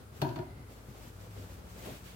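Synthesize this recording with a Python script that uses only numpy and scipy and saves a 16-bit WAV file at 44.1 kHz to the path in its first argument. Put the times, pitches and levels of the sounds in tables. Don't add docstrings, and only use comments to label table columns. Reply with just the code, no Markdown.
import sys
import numpy as np
from scipy import signal
from scipy.fft import rfft, irfft
from scipy.io import wavfile
from scipy.ndimage import uniform_filter1d

SR = 44100
rng = np.random.default_rng(int(sys.argv[2]) if len(sys.argv) > 2 else 0)


def to_wav(sig):
    pcm = np.clip(np.atleast_2d(sig), -1, 1) * 32767
    pcm = np.round(pcm).astype(np.int16)
    wavfile.write(sys.argv[1], SR, pcm.T)


N = 94815
TIME_S = np.arange(N) / SR


def amp(db):
    return 10 ** (np.asarray(db) / 20)


def unit(x):
    return x / np.sqrt(np.mean(x ** 2))


def eq_curve(points):
    hz, db = np.array(points, float).T
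    return amp(np.interp(np.log(np.arange(N // 2 + 1) * SR / N + 1), np.log(hz), db))


# freq_hz, side_over_mid_db
WIDTH = [(60, -15), (200, -11.5), (380, -4.5), (700, -3.5), (1300, 2.5), (2500, -0.5), (16000, 1.5)]

def colour(pair, points):
    mid, side = rfft(pair)
    width = eq_curve(WIDTH)
    left_right = np.array([mid + width * side, mid - width * side]) / np.hypot(1, width)
    return unit(irfft(left_right * eq_curve(points), N))


def noise(points):
    return colour(rng.standard_normal((2, N)), points)


def wander(rate_hz):
    step = max(int(SR / rate_hz), 2)
    held = np.resize(np.repeat(rng.standard_normal(400), step), N)
    return unit(uniform_filter1d(uniform_filter1d(held, step), step))


def envelope(age, rise, t60, hold=0):
    decay = np.exp(-np.log(1000) * np.maximum(age - rise - hold, 0) / t60)
    return np.clip(age / rise, 0, 1) * decay


def ring(age, modes, rise):
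    detune_spread, fully_wide_hz = .005, 900
    out = 0
    for (hz, db, t60), (detune, side) in zip(modes, rng.standard_normal((len(modes), 2))):
        skew = side * min(hz / fully_wide_hz, 1) ** 2 * np.array([[1], [-1]])
        phase = 2 * np.pi * hz * (1 + detune_spread * detune) * age
        out = out + amp(db) * envelope(age, rise, t60) * np.sin(phase + skew)
    return out


def wavering_tone(hz):
    pitch_hz = hz * (1 + .0056 * wander(rate_hz=25.64))
    waver_db = -.64 * wander(rate_hz=9.04)
    return np.sqrt(2) * np.sin(2 * np.pi * np.cumsum(pitch_hz) / SR) * amp(waver_db)


def friction(points):
    catches_per_s, catch_db, flicker_db = 1700, -11, 1.5
    catches = rng.standard_normal((2, N)) * (rng.random(N) < catches_per_s / SR)
    rub = rng.standard_normal((2, N)) + amp(catch_db) * unit(catches)
    return colour(rub, points) * amp(flicker_db * wander(rate_hz=45))


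# freq_hz, gain_db
RUMBLE_EQ = [(20, -6), (40, -20), (56, -11.5), (80, -5), (108, 5.5), (150, -11), (240, -14), (420, -15.5),
             (700, -24.5), (1400, -17.5), (3000, -49)]
HISS_EQ = [(500, 8.5), (1500, 0.5), (3000, 0.5), (6000, -3.5), (10000, 0), (16000, -4)]

def room_tone():
    return amp(-53.5) * noise(RUMBLE_EQ) + amp(-64) * noise(HISS_EQ)


# pitch_hz, level_db, start_s, end_s
DRONE_TONES = [(54.85, -55, 0.3, 2.3), (71.3, -58.5, -.2, 0.72), (68.8, -53, 1.33, 1.75),
               (70.1, -60.5, 1.66, 2.3), (177.8, -61.5, 1.16, 2.2)]

def drone():
    fade_s = .027
    out = 0
    for hz, db, start, end in DRONE_TONES:
        fade = np.clip(np.minimum(TIME_S - start, end - TIME_S) / fade_s, 0, 1)
        out = out + amp(db) * fade * wavering_tone(hz)
    return out


# time_s, brush_db, rub_db
SLIDE_LEVELS = [(0, -66, -54), (.11, -70.5, -64), (.17, -58, -53.5), (.22, -60, -57), (.45, -73, -61.5),
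                (.55, -91, -55.5), (.63, -70, -56.5), (.74, -60.5, -58), (.85, -65.5, -59), (.96, -61, -54),
                (1.08, -56, -56.5), (1.15, -63.5, -61.5), (1.21, -59, -54), (1.29, -64, -58.5),
                (1.38, -56.5, -51.5), (1.48, -59.5, -54), (1.63, -63.5, -57.5), (1.78, -55.5, -53),
                (2.15, -61, -58)]
# freq_hz, gain_db
BRUSH_EQ = [(500, 3.5), (1500, 4), (2200, 3.5), (4000, -1), (8000, 0.5), (10000, -7.5), (12000, -0.5),
            (16000, -4)]
RUB_EQ = [(100, -3), (170, -3), (240, 1.5), (330, -3), (450, -1), (600, -4.5), (900, -10.5), (1500, -19),
          (2500, -19), (5000, -23), (12000, -49)]

def sliding_cloth():
    times, brush_db, rub_db = np.array(SLIDE_LEVELS).T
    brush = friction(BRUSH_EQ) * amp(np.interp(TIME_S, times, brush_db))
    rub = friction(RUB_EQ) * amp(np.interp(TIME_S, times, rub_db))
    return brush + rub


# start_s, level_db
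THUMPS = [(0.117, -50), (0.191, -42.5), (0.396, -39.5), (0.499, -45.5), (0.566, -44), (0.595, -45.5),
          (0.88, -41.5), (1.065, -47.5), (1.189, -50.5), (1.911, -41.5), (2.051, -49)]
# pitch_hz, gain_db, t60_s
HOLLOW_MODES = [(101.3, -2.5, 0.27), (125.3, 1.5, 0.13), (202.8, -3, 0.064), (362, -14, 0.19)]

def laundry_thumps():
    return sum(amp(db) * ring(TIME_S - start, HOLLOW_MODES, rise=.0059) for start, db in THUMPS)


# start_s, boom_db, click_db, panel_db, click_cutoff_hz, push_s, scrape_s
KNOCKS = [(0.2165, -24.5, -33, -27.5, 15800, 0.0036, 0.0013),
          (0.246, -37, -63, -42.5, 5000, 0.0042, 0.0045), (0.288, -49, -48, -39, 5000, 0.019, 0.0029),
          (0.357, -38, -43.5, -38.5, 3000, 0.0058, 0.0042), (0.386, -36.5, -46, -39, 1900, 0.0064, 0.0025)]
# pitch_hz, gain_db, t60_s
DOOR_MODES = [(111, -35, 0.23), (141.8, 0, 0.2), (146, -25, 0.14), (247.3, -16, 0.71), (280.3, -18, 0.54),
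              (356.2, -9, 0.23), (368.7, -9, 0.29), (386, -34, 0.3), (660, -30, 0.35), (643, -40, 0.1),
              (812, -29.5, 0.56), (897, -23, 0.23), (929, -13, 0.32)]
RIM_MODES = [(1430, -3, .16), (1700, -6, .15), (2500, -3, .12), (3030, -4, .12), (3510, -2, .12),
             (4215, 0, .13), (4370, -2, .12), (6000, -7, .08)]
# freq_hz, gain_db
CLICK_EQ = [(200, -7.5), (900, 8), (1500, 2), (2150, -4), (2600, 0), (3800, -3.5), (4250, 2), (5300, -8),
            (6100, -7.5), (8000, -15.5), (10000, -16.5), (11700, -5), (16000, -10.5)]
PANEL_EQ = [(50, -28), (130, 14), (190, -19), (260, -2), (395, 9), (440, -30), (520, -19.5), (620, 4),
            (720, 0.5), (830, -8), (970, 3.5), (1100, -21.5), (1550, -12), (2100, -27.5), (2600, -24.5),
            (3800, -30.5), (4400, -34), (5300, -36), (7500, -48), (15000, -44)]

def door_knocks():
    tail_db, rim_db, body_lag_s = -16, -12, .004025
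    out = 0
    for start, boom_db, click_db, panel_db, cutoff_hz, push, scrape in KNOCKS:
        age = TIME_S - start
        rolloff_db = lambda hz: 10 * np.log10(1 + (hz / cutoff_hz) ** 2)
        snap = envelope(age, scrape, t60=.028, hold=.0016)
        tail = amp(tail_db) * envelope(age, scrape, t60=.7)
        crack = (snap + tail) * noise([(hz, db - rolloff_db(hz)) for hz, db in CLICK_EQ])
        rim = ring(age, [(hz, db - rolloff_db(hz), t60) for hz, db, t60 in RIM_MODES], scrape)
        click = crack + amp(rim_db) * rim
        boom = ring(age - body_lag_s, DOOR_MODES, push)
        panels = envelope(age - body_lag_s, push, t60=.32) * noise(PANEL_EQ)
        out = out + amp(click_db) * click + amp(boom_db) * boom + amp(panel_db) * panels
    return out


# start_s, rise_s, hold_s, t60_s, level_db
WHINE_SWELL = (.38, .05, .2, 1.1, -66)
# freq_hz, gain_db
WHINE_EQ = [(1000, -35), (1350, -13), (1800, -20), (1960, -7), (2060, 0), (2160, -7), (2300, -17),
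            (3500, -40)]

def whine():
    start, rise, hold, t60, db = WHINE_SWELL
    return amp(db) * envelope(TIME_S - start, rise, t60, hold) * noise(WHINE_EQ)


# time_s, pitch_hz, level_db
HUM_GLIDE = [(1.1, 93.9, -71), (1.19, 95.8, -49), (1.3, 103.6, -50), (1.45, 95.6, -49), (1.6, 83.2, -60),
             (1.751, 84.4, -77)]

def hum():
    times, pitch_hz, level_db = np.array(HUM_GLIDE).T
    swell = np.interp(TIME_S, times, amp(level_db), left=0, right=0)
    return swell * wavering_tone(np.interp(TIME_S, times, pitch_hz))


# peak_s, rise_s, fall_s, swish_db, left_over_right_db, flutter_db
SWISHES = [(1.88, 0.05, 0.062, -49, 0, -43), (2.074, .022, 0.049, -54, -3, -62.5)]
# freq_hz, gain_db
SWISH_EQ = [(300, -2), (1000, 0), (1900, 1.5), (3000, 1.5), (4200, -2), (5200, -6.5), (8000, -6.5),
            (10000, -8.5), (12500, -7.5), (16000, -8.5)]
FLUTTER_EQ = [(90, -18), (170, -3), (210, 0), (340, 0), (450, -2), (600, -1), (850, -13), (1500, -24),
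              (4000, -45)]

def garment_swishes():
    out = 0
    for peak, rise, fall, swish_db, pan_db, flutter_db in SWISHES:
        speed = np.exp(-.5 * ((TIME_S - peak) / np.where(TIME_S < peak, rise, fall)) ** 2)
        swish = speed * amp(swish_db) * friction(SWISH_EQ)
        flutter = speed ** 2 * amp(flutter_db) * friction(FLUTTER_EQ)
        pan = amp(np.array([[pan_db], [-pan_db]]) / 2)
        out = out + (swish + flutter) * pan
    return out


# freq_hz, left_over_right_db
BALANCE = [(60, 2), (200, 2), (400, 1), (1000, 1.3), (4000, 0), (8000, 1), (13000, 4), (16000, 4)]

def scene():
    mix = door_knocks() + laundry_thumps() + sliding_cloth() + garment_swishes()
    mix = mix + whine() + room_tone() + drone() + hum()
    lean = np.sqrt(eq_curve(BALANCE))
    return irfft(rfft(mix) * np.array([lean, 1 / lean]), N)


def record(dry):
    low_cut_hz, high_cut_hz = 49, 16000
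    low_cut = signal.butter(4, low_cut_hz, "high", fs=SR, output="sos")
    high_cut = signal.ellip(10, .2, 70, high_cut_hz, fs=SR, output="sos")
    return signal.sosfilt(high_cut, signal.sosfilt(low_cut, dry))


dry = scene()
out = record(dry)
to_wav(out)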